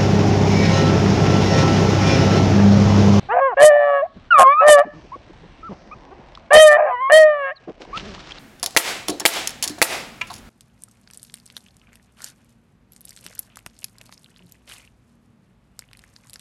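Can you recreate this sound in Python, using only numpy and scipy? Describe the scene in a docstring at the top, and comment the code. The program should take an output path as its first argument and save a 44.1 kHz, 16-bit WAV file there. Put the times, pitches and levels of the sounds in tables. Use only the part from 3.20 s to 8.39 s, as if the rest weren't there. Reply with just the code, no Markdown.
"""A stalk snaps, then two hounds howl and bay by turns: partials of the vocal folds beating with a throat ring,
roughened by noise where the folds lose step. Snuffs, footfalls, gliding whimpers and pulsed grunts follow.
A second round of bays ends in one faint bird chip, then grass brushes and snaps close by.
Throughout, wind and stirring stalks (filtered noise) sink under loud bays, a far tree line answers faintly,
and the loudest bays overload the microphone."""
import sys
import numpy as np
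from scipy import signal
from scipy.io import wavfile
from scipy.ndimage import uniform_filter1d, minimum_filter1d

SR = 44100
rng = np.random.default_rng(int(sys.argv[2]) if len(sys.argv) > 2 else 0)


def bounce(signal):
    """Save signal as a 16-bit WAV file at the path given by the first command-line argument."""
    frames = np.transpose(np.atleast_2d(signal))
    limited = np.clip(frames, -1, 1)
    pcm = np.round(limited * 32767).astype(np.int16)
    wavfile.write(sys.argv[1], SR, pcm)


N = 228953
T = np.arange(N) / SR

# One hound's howls, one table a breath:
# time_s, pitch_hz, partial_1_db, partial_2_db, mouth_opening_db, throat_ring_db
HOWLS = [
    [(.085, 375, -43, -31.5, 8, -47.5), (.103, 405.3, -35, -21.5, 15, -47.5),
     (.128, 475, -24.5, -18, 9, -36), (.145, 500, -21.5, -29, 3, -17), (.2, 530, -24.5, -27.5, -10.5, -12),
     (.218, 547, -15.5, -17.5, -1.5, -43.5), (.27, 540, -17, -16.5, -1.5, -64),
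     (.31, 472, -31.5, -26, 6, -44), (.345, 334, -42.5, -24.5, 1.5, -30)],
    [(1.105, 745.4, -60, -17.5, 2, -47.5), (1.148, 622.3, -29.5, -7, -2.5, -44.5),
     (1.172, 580.5, -31, -10, 4.5, -46.5), (1.195, 542, -11.5, -6.5, -11.5, -10.5),
     (1.235, 529.7, -32, -10, -8.5, -16), (1.272, 530, -19, -5, -5.5, -61), (1.33, 585, -27, -13.5, 8, -75),
     (1.365, 603, -55.5, -17, -6, -74), (1.405, 651, -50, -8, -5, -78.5), (1.445, 630, -44.5, -20, 1, -68)],
    [(3.572, 581.4, -41, -33.5, -5.5, -13.5), (3.59, 605.5, -17, -28.5, -19.5, -18.5),
     (3.645, 610, -12, -33.5, -13.5, -33.5), (3.672, 563.7, -23.5, -32, -1, -27),
     (3.71, 498.7, -40, -22, 2, -30), (3.745, 496.5, -34, -19.5, 2.5, -50.5),
     (3.765, 483.6, -47.5, -29, 15, -70.5), (3.795, 498, -45, -26.5, 11, -82.5),
     (3.82, 526.4, -44.5, -19, 6, -77.5), (3.875, 539, -53.5, -18, 6.5, -84.5),
     (3.91, 584, -39.5, -25, 2.5, -78)],
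]
# The other hound's bays, one table a breath:
# time_s, pitch_hz, partial_1_db, partial_2_db, mouth_opening_db, throat_ring_db
BAYS = [
    [(.368, 535, -19, -34.5, -0.5, -15.5), (.4, 564, -11.5, -25, 4.5, -23.5),
     (.435, 600.5, 1, -18.5, -5, -10.5), (.49, 614.6, -6, -28.5, -3.5, -34.5),
     (.51, 585.5, -9, -27, -1, -25.5), (.57, 586.4, -11.5, -38, -0.5, -23.5),
     (.64, 579.7, -15, -29.5, -4, -24.5), (.71, 570, -16, -22.5, -9.5, -27.5),
     (.77, 559, -17, -22.5, -8, -30), (.815, 551.5, -22.5, -24.5, -8, -41),
     (.834, 638, -13, -60.5, -18, -29.5), (.87, 740, -42, -85, -24, -35)],
    [(1.405, 524.6, -25.5, -37.5, -7.5, -8.5), (1.425, 559.2, -14.5, -21.5, -8.5, -19.5),
     (1.457, 597.3, -7.5, -19, -11, -23.5), (1.49, 603.2, -2, -17.5, -1, -11),
     (1.525, 597, -1, -16.5, 0.5, -33.5), (1.565, 572.6, -8.5, -14, -8, -41),
     (1.59, 566, -11, -20, -2, -19), (1.617, 588, -11.5, -19.5, -10.5, -28),
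     (1.65, 710, -54, -92, -22, -26)],
    [(3.305, 536, -18.5, -23, 4, -12), (3.329, 598.4, -9.5, -16.5, 1.5, -19),
     (3.369, 619.5, 8, -10, 3, -14.5), (3.41, 628.4, 2.5, -14.5, -0.5, -53.5),
     (3.455, 617.6, -0.5, -15, -2.5, -70.5), (3.49, 600, -7.5, -19.5, 0.5, -29.5),
     (3.555, 591.2, -13, -21, 0.5, -22.5), (3.575, 612.5, -14, -42, 3.5, -21.5)],
    [(3.895, 526.5, -24.5, -20.5, 1, -18), (3.92, 595, -10, -30.5, 6, -23.5),
     (3.94, 620.8, -1.5, -20.5, 1.5, -29), (3.975, 632.4, -3, -29, 3, -33),
     (4.038, 621, -6, -31.5, -0.5, -40), (4.108, 603.6, -14.5, -27, -4.5, -38),
     (4.175, 576.4, -26, -28, -5.5, -45.5), (4.25, 546.6, -26.5, -28, 3, -43.5),
     (4.305, 539, -34, -34.5, 5.5, -38.5), (4.322, 625, -29.5, -47.5, 3.5, -48),
     (4.34, 659, -55, -79, -11, -59)],
]
# Partials 3, 4, 5, set between the first two: share_of_partial_1 (0-1), offset_db
HOWL_VOICE = [(0.99, -9), (0.033, -23), (0.7, -39.5)]
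BAY_VOICE = [(.6, -2), (0.26, -17), (0.31, -24)]
# Spells in which the vocal folds lose step: start_s, end_s, roughness (0-1)
BREAKS = [(.14, .208, 0.04), (.37, 0.449, 0.1), (1.188, 1.245, 0.22), (1.41, 1.541, 0.11),
          (3.31, 3.401, 0.24), (3.572, 3.736, 0.48), (3.895, 3.998, .2)]
# Throat resonances that colour the chaos: centre_hz, width_hz, relative_db
THROAT = [(705.6, 137, 7.5), (1025.5, 86, -1.5), (1622, 170, -7.5), (2403, 450, -14.5)]
# Mouth colour on partials 3 and up: frequency_hz, gain_db
MOUTH = [(1000, -1.5), (1500, -1), (1900, 2), (2300, 2.5), (2750, 8), (3200, 0), (4000, -5), (6000, -7)]
# Whimpers: start_s, end_s, first_pitch_hz, top_pitch_hz, last_pitch_hz, fundamental_rms_db, octave_rel_db
WHIMPERS = [(1.917, 1.957, 928, 1145, 1080, -32.5, -26), (2.427, 2.495, 1285, 1367, 1095, -35.5, -50),
            (2.712, 2.742, 1110, 1289, 1170, -36.5, -9), (4.728, 4.776, 1066, 1314, 1347, -28.5, -16.5)]
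# Grunts: start_s, end_s, first_pulse_rate_hz, last_pulse_rate_hz, rms_db, chest_hz, chest_width_hz
GRUNTS = [(2.49, 2.535, 245, 125, -33, 220, 350), (2.908, 2.938, 385, 375, -41, 750, 1100),
          (4.805, 4.94, 192, 196, -39, 330, 350), (4.965, 5.0, 190, 165, -43, 200, 200),
          (1.73, 1.8, 150, 150, -45, 280, 200)]
# Snuffs and footfalls: start_s, peak_db (before the treble cut), centre_hz, length_s
SNUFFS = [(0.951, -32, 163, 0.024), (0.999, -51, 147, 0.028), (1.645, -30, 290, 0.025),
          (1.835, -33.5, 269, 0.024), (1.956, -30, 367, 0.01), (2.094, -34.5, 297, 0.015),
          (2.227, -37.5, 366, 0.022), (2.38, -41.5, 280, 0.014), (2.503, -29, 600, 0.026),
          (2.662, -38.5, 198, 0.025), (2.747, -36.5, 160, 0.022), (2.83, -43.5, 301, 0.022),
          (2.984, -38, 362, 0.017), (3.202, -49, 307, 0.016), (4.473, -23.5, 347, 0.025),
          (4.574, -40.5, 365, 0.0096), (4.598, -31, 360, 0.028), (4.617, -51, 535, 0.035),
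          (4.663, -36.5, 312, 0.041), (4.765, -29.5, 170, 0.0085)]
# Snapping stalks: start_s, peak_db (before the treble cut), centre_hz
SNAPS = [(0.03, -37, 620), (1.686, -40.5, 621), (2.134, -40, 783), (3.121, -39.5, 654),
         (3.151, -30.5, 3860), (3.174, -29, 1110), (4.473, -47, 583), (4.481, -35, 660),
         (4.606, -35.5, 732), (4.62, -43.5, 743), (4.63, -53, 914), (4.651, -33, 870), (4.774, -18.5, 2750),
         (4.797, -24.5, 2750), (4.886, -36, 1000), (4.961, -39, 855), (4.979, -34, 1076),
         (5.108, -31.5, 2520), (5.12, -24.5, 3200), (5.157, -35, 2940), (5.184, -29.5, 3580)]
# Grass brushed close by: time_s, level_db (before the treble cut)
RUSTLE_LEVEL = [(4.55, -99.5), (4.622, -37), (4.722, -97), (4.73, -52), (4.782, -34), (4.826, -45),
                (5.102, -41.5), (5.122, -41), (5.13, -46.5), (5.19, -41)]
# Colour of that grass: centre_hz, width_hz, relative_db
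RUSTLE_COLOUR = [(890, 1300, 39.5), (2000, 3300, 40.5), (3720, 1300, 0.5), (6960, 2500, -47.5)]
# Small bird: start_s, end_s, first_pitch_hz, last_pitch_hz, peak_db
CHIP = (4.355, 4.385, 4700, 3600, -42)
# Wind spectrum: frequency_hz, relative_density_db (per Hz)
FIELD_SPECTRUM = [(15, -28), (25, -2), (555, -18), (797, -13.5), (1090, -23), (2680, -28.5), (6130, -40.5),
                  (12000, -85), (15600, -106), (22000, -120)]
# Wind level before it sinks under the bays: time_s, level_db
FIELD_LEVEL = [(0, -42.5), (1, -47.5), (2, -47.5), (3, -45.5), (4.3, -50.5), (4.6, -53.5), (4.8, -34),
               (4.97, -43.5), (5.02, -45), (5.2, -46)]

HOWL_RING_HZ, BAY_RING_HZ = 705, 720.8
HOWL_DULL_DB, BAY_DULL_DB = 10, 7  # extra fall of each high partial
CALM_ROUGH, BREAK_EDGE_S = 0.02, 0.009
WANDER_DB = 1.6  # the overtones waver as tongue and jaw move
WHIMPER_TOP, WHIMPER_EDGE = 0.66, 0.095  # shares of the length: to the top pitch, fade at either end
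GRASS_TOP_HZ = 7000  # dry stalks a little way off carry no higher
ECHO_DB, ECHO_T60_S, ECHO_RISE_S, ECHO_HZ, ECHO_WIDTH_HZ = -34, 0.34, 0.21, 1620, 2600
SINK_DB, SINK_FROM_DB, SINK_RANGE_DB, SINK_HOLD_S = -8, -32, 6, .08
CLIP_UP, CLIP_DOWN, KNEE = .9, .87, 13  # rails ahead of the output gain
STRAIN_FROM, STRAIN_SOFT = .55, .07  # the stage strains well before the rail
MIC_RING_HZ, MIC_RING_WIDTH_HZ, MIC_RING_DB = 8520, 3600, 11
KICK_SCATTER_DB, SPUTTER_DB = 7.5, -4
MIC_HZ, TOP_HZ, OUTPUT_GAIN = 11600, 15750, .96


def undb(db):
    """Decibels to amplitude."""
    return 10 ** (np.asarray(db) / 20)


def unit(x):
    """Scale to rms 1."""
    return x / np.sqrt(np.mean(np.abs(x) ** 2))


def band(x, hz, width_hz, order=2):
    """Band-pass whose edges centre on hz geometrically."""
    middle_hz = np.hypot(hz, width_hz / 2)
    edges_hz = np.clip([middle_hz - width_hz / 2, middle_hz + width_hz / 2], 5, .48 * SR)
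    return signal.sosfilt(signal.butter(order, edges_hz, "band", fs=SR, output="sos"), x)


def lowpass(x, hz, order):
    """Butterworth treble cut."""
    return signal.sosfilt(signal.butter(order, hz, fs=SR, output="sos"), x)


def walk(rate_hz, size=N):
    """Random levels held 1 / rate_hz and slewed twice; spread somewhat under 1."""
    hold = max(int(SR / rate_hz), 1)
    steps = np.repeat(rng.standard_normal(size // hold + 1), hold)
    return uniform_filter1d(uniform_filter1d(steps, hold), hold)[:size]


def span(table, edge_s, slew_s=.001):
    """Sample slice, columns and soft edges of one call; muscles round off sudden changes."""
    time_s, *columns = np.transpose(table)
    at = slice(int(time_s[0] * SR), int(time_s[-1] * SR))
    t = T[at]
    slew = max(int(slew_s * SR), 1)
    curves = [uniform_filter1d(np.interp(t, time_s, c), slew, mode="nearest") for c in columns]
    edge = np.clip(np.minimum(t - time_s[0], time_s[-1] - t) / edge_s, 0, 1)
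    return at, curves, edge


def fold_chaos(n):
    """Folds slap shut at irregular moments and excite the throat resonances."""
    chance = rng.random((n, 2)).T
    slaps = (chance[0] < 900 / SR) * (chance[1] - .3)  # about 900 a second
    chaos = unit(sum(undb(db) * band(slaps, hz, width_hz) for hz, width_hz, db in THROAT))
    chaos = chaos / np.sqrt(.3 + uniform_filter1d(chaos ** 2, SR // 80))  # the breath behind them stays even
    return lowpass(chaos, 2300, 6)  # the mouth radiates little above this


def voice(hz, partials_db, ring_hz, ring_db, rough, dull_db):
    """Partials of the folds, a ring on the throat resonance, their sum tones, and chaos when the folds lose step."""
    n = len(hz)
    ring_db = ring_db - 20 * np.exp(-np.arange(n) / (.012 * SR))  # the ring needs a moment to build up
    fold = np.exp(2j * np.pi * np.cumsum(hz * (1 + 0.0029 * walk(60, n))) / SR)
    ring = np.exp(2j * np.pi * np.cumsum(ring_hz + 14 * walk(30, n)) / SR)
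    ring = ring * undb(3.4 * walk(35, n))
    ring = ring * (1 + 0.24 * (walk(90, n) + 1j * walk(90, n)))  # it never settles fully
    beat = ring / fold
    depth = np.minimum(undb(ring_db - partials_db[0]), .45)

    levels_db = list(partials_db)
    effort_db = np.maximum(partials_db[0], partials_db[1])
    for _ in range(6):  # each follows the one two below; soft calls are duller
        levels_db.append(levels_db[-2] - 1.5 - dull_db + 0.19 * effort_db)

    tone = 0
    for k, db in enumerate(levels_db, 1):
        if k > 2:
            db = db + np.interp(k * hz, *np.transpose(MOUTH)) + WANDER_DB * walk(32.2, n)
        wobble = (walk(260, n) + 1j * walk(260, n)) / np.sqrt(2)
        sides = 0.42 * depth ** 2 * beat ** 2
        if k > 1:
            sides = sides + depth * beat + 0.1 * depth * np.conj(beat)
        sway = np.sqrt(1 - 0.57 * rough) + 0.48 * np.sqrt(rough) * wobble + sides
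        sign = (-1) ** (k // 2)  # the phase turns over past each resonance, so the peaks are pointed
        tone = tone + sign * undb(db) * fold ** k * sway
    tone = tone + undb(ring_db) * np.sqrt(1 - rough) * ring
    return np.sqrt(2) * tone.imag + 4.3 * undb(ring_db) * np.sqrt(rough) * fold_chaos(n)


def howls_and_bays():
    """Each breath drives one voice; roughness rises where the folds lose step."""
    out, rough = np.zeros(N), CALM_ROUGH
    for start_s, end_s, amount in BREAKS:
        inside = np.clip(np.minimum(T - start_s, end_s - T) / BREAK_EDGE_S + .5, 0, 1)
        rough = np.maximum(rough, amount * inside)
    for calls, blend, ring_hz, edge_s, dull_db in [(HOWLS, HOWL_VOICE, HOWL_RING_HZ, .006, HOWL_DULL_DB),
                                                   (BAYS, BAY_VOICE, BAY_RING_HZ, .004, BAY_DULL_DB)]:
        for table in calls:
            at, (hz, first_db, second_db, mouth_db, ring_db), edge = span(table, edge_s, slew_s=0.0082)
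            upper_db = [share * first_db + (1 - share) * second_db + mouth_db + db for share, db in blend]
            partials_db = [first_db, second_db] + upper_db
            out[at] += edge * voice(hz, partials_db, ring_hz, ring_db, rough[at], dull_db)
    return out


def whimpers():
    """Thin gliding tones: a fundamental and its octave."""
    out = np.zeros(N)
    for start_s, end_s, first_hz, top_hz, last_hz, db, octave_db in WHIMPERS:
        length_s = end_s - start_s
        glide = [(start_s, first_hz), (start_s + WHIMPER_TOP * length_s, top_hz), (end_s, last_hz)]
        at, (hz,), edge = span(glide, WHIMPER_EDGE * length_s, slew_s=0.011)
        phase = 2 * np.pi * np.cumsum(hz) / SR
        tone = np.sin(phase) + undb(octave_db) * np.sin(2 * phase)
        out[at] += np.sqrt(2) * undb(db) * edge * tone
    return out


def grunts():
    """Unsteady fold pulses through a chest resonance."""
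    out = np.zeros(N)
    for start_s, end_s, first_hz, last_hz, db, chest_hz, width_hz in GRUNTS:
        at, (hz,), edge = span([(start_s, first_hz), (end_s, last_hz)], edge_s=0.004)
        saw = np.cumsum(hz * (1 + 0.069 * walk(100, len(hz)))) / SR % 1  # slow opening, sudden closing
        out[at] += undb(db) * edge * unit(band(saw - .5, chest_hz, width_hz))
    return out


def snuffs():
    """Snuffs and footfalls: short puffs of low noise."""
    out = np.zeros(N + SR)
    t = np.arange(int(.12 * SR)) / SR
    for start_s, db, hz, length_s in SNUFFS:
        swell = t / length_s * np.exp(-(t / length_s) ** 2)
        puff = band(rng.standard_normal(len(t)), hz, 0.87 * hz) * swell
        out[int(start_s * SR):][:len(t)] += undb(db) * puff / np.abs(puff).max()
    return out[:N]


def snaps():
    """Stalks snap: a noise burst rings a cycle or two, with a dry crack on top."""
    out = np.zeros(N + SR)
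    t = np.arange(int(.02 * SR)) / SR
    for start_s, db, hz in SNAPS:
        body = band(rng.standard_normal(len(t)) * np.exp(-t / 0.0018), hz, 0.28 * hz)
        crack = band(rng.standard_normal(len(t)) * np.exp(-t / 0.00013), 2750, 2800, order=1)
        snap = body + min(hz / 5000, .5) * crack
        out[int(start_s * SR):][:len(t)] += undb(db) * snap / np.abs(snap).max()
    return out[:N]


def rustle():
    """Brushed grass: dense tiny crackles of very unequal size."""
    at, (db,), edge = span(RUSTLE_LEVEL, edge_s=0.0044)
    n = len(db)
    size_db = 4.6 * np.minimum(rng.exponential(size=n), 6) + 2.7 * walk(58.4, n)
    grains = rng.standard_normal(n) * undb(size_db)
    coloured = sum(undb(gain_db) * band(grains, hz, width_hz) for hz, width_hz, gain_db in RUSTLE_COLOUR)
    out = np.zeros(N)
    out[at] = edge * undb(db) * unit(coloured)
    return out


def bird():
    """One chip: a falling sine."""
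    start_s, end_s, first_hz, last_hz, db = CHIP
    at, (hz,), edge = span([(start_s, first_hz), (end_s, last_hz)], edge_s=0.015)
    out = np.zeros(N)
    out[at] = undb(db) * edge * np.sin(2 * np.pi * np.cumsum(hz) / SR)
    return out


def tree_echo(dogs):
    """A far tree line scatters the calls: convolution with a swelling, decaying noise tail."""
    t = np.arange(SR) / SR
    tail = unit(band(rng.standard_normal(SR), ECHO_HZ, ECHO_WIDTH_HZ, order=1))
    tail = tail * 1000. ** (-t / ECHO_T60_S) * np.clip(t / ECHO_RISE_S, 0, 1)
    tail = tail / np.sqrt(np.sum(tail ** 2))
    return undb(ECHO_DB) * signal.fftconvolve(dogs, tail)[:N]


def stirring():
    """Scattered faint crackles, in uneven bunches, as the pack pushes through dry stalks."""
    chance = rng.random((N, 2)).T
    hit = chance[0] < 300 * undb(6 * walk(6)) / SR
    ticks = hit * (chance[1] - .5) * undb(3.3 * rng.standard_normal(N))
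    return undb(-61.5) * unit(band(ticks, 1400, 1800, order=1) + 0.89 * band(ticks, 1700, 2400))


def field():
    """Wind and stirring grass: half-octave noise bands that swell together and flicker alone."""
    out, swell = 0, walk(1.7)
    spectrum_hz, spectrum_db = np.transpose(FIELD_SPECTRUM)
    for hz in 28 * 2 ** np.arange(0, 9, .5):
        db = np.interp(np.log(hz), np.log(spectrum_hz), spectrum_db)
        db = db + 0.93 * swell + 3.4 * walk(5.2)
        out = out + undb(db) * band(rng.standard_normal(N), hz, hz * 0.37, order=3)
    return unit(out) * undb(np.interp(T, *np.transpose(FIELD_LEVEL)))


def sink(dogs):
    """Background gain: sinks while a bay is loud and comes back just after."""
    loud_db = 10 * np.log10(uniform_filter1d(dogs ** 2, SR // 100) + 1e-12)
    dip = -np.clip((loud_db - SINK_FROM_DB) / SINK_RANGE_DB, 0, 1)
    hold = int(SINK_HOLD_S * SR)
    held = minimum_filter1d(dip, hold, origin=hold // 2 - 1)  # looks back
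    return undb(-SINK_DB * uniform_filter1d(held, hold // 2))


def scene():
    """Hounds, their echo, the bird, grass and wind."""
    dogs = howls_and_bays() + whimpers() + grunts()
    background_gain = sink(dogs)
    grass = snuffs() + snaps() + rustle() + background_gain * stirring()
    grass = lowpass(grass, GRASS_TOP_HZ, 4)
    return (dogs + tree_echo(dogs) + bird() + background_gain * field() + grass)[None]


def squash(x):
    """Peaks flatten against the rails."""
    rail = np.where(x > 0, CLIP_UP, CLIP_DOWN)
    return x / (1 + (np.abs(x) / rail) ** KNEE) ** (1 / KNEE)


def record(dry):
    """Overload: the input stage rings on leaving a deep trough and sputters around it; then band limits."""
    x = dry[0]
    trough = -minimum_filter1d(x, size=31, origin=15)  # deepest of the last 31 samples
    overshoot = STRAIN_SOFT * np.logaddexp(0, (trough - CLIP_DOWN) / STRAIN_SOFT) * (trough > STRAIN_FROM)
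    depth = .35 * np.tanh(overshoot / .35)
    released = np.diff((x < -STRAIN_FROM).astype(float), prepend=0) < 0
    kick_db = MIC_RING_DB + rng.standard_normal(N) + KICK_SCATTER_DB * walk(90)
    kick = released * np.tanh(4 * depth) * depth * undb(kick_db)
    sputter = depth ** 2 * (x > -CLIP_DOWN) * rng.standard_normal(N) * undb(SPUTTER_DB)
    y = squash(x + band(kick + sputter, MIC_RING_HZ, MIC_RING_WIDTH_HZ, order=1))
    y = lowpass(y, MIC_HZ, 12)
    y = signal.sosfilt(signal.butter(1, 10, "high", fs=SR, output="sos"), y)
    y = signal.sosfilt(signal.ellip(8, .2, 70, TOP_HZ, fs=SR, output="sos"), y)
    return OUTPUT_GAIN * y[None]


dry = scene()
out = record(dry)
bounce(out)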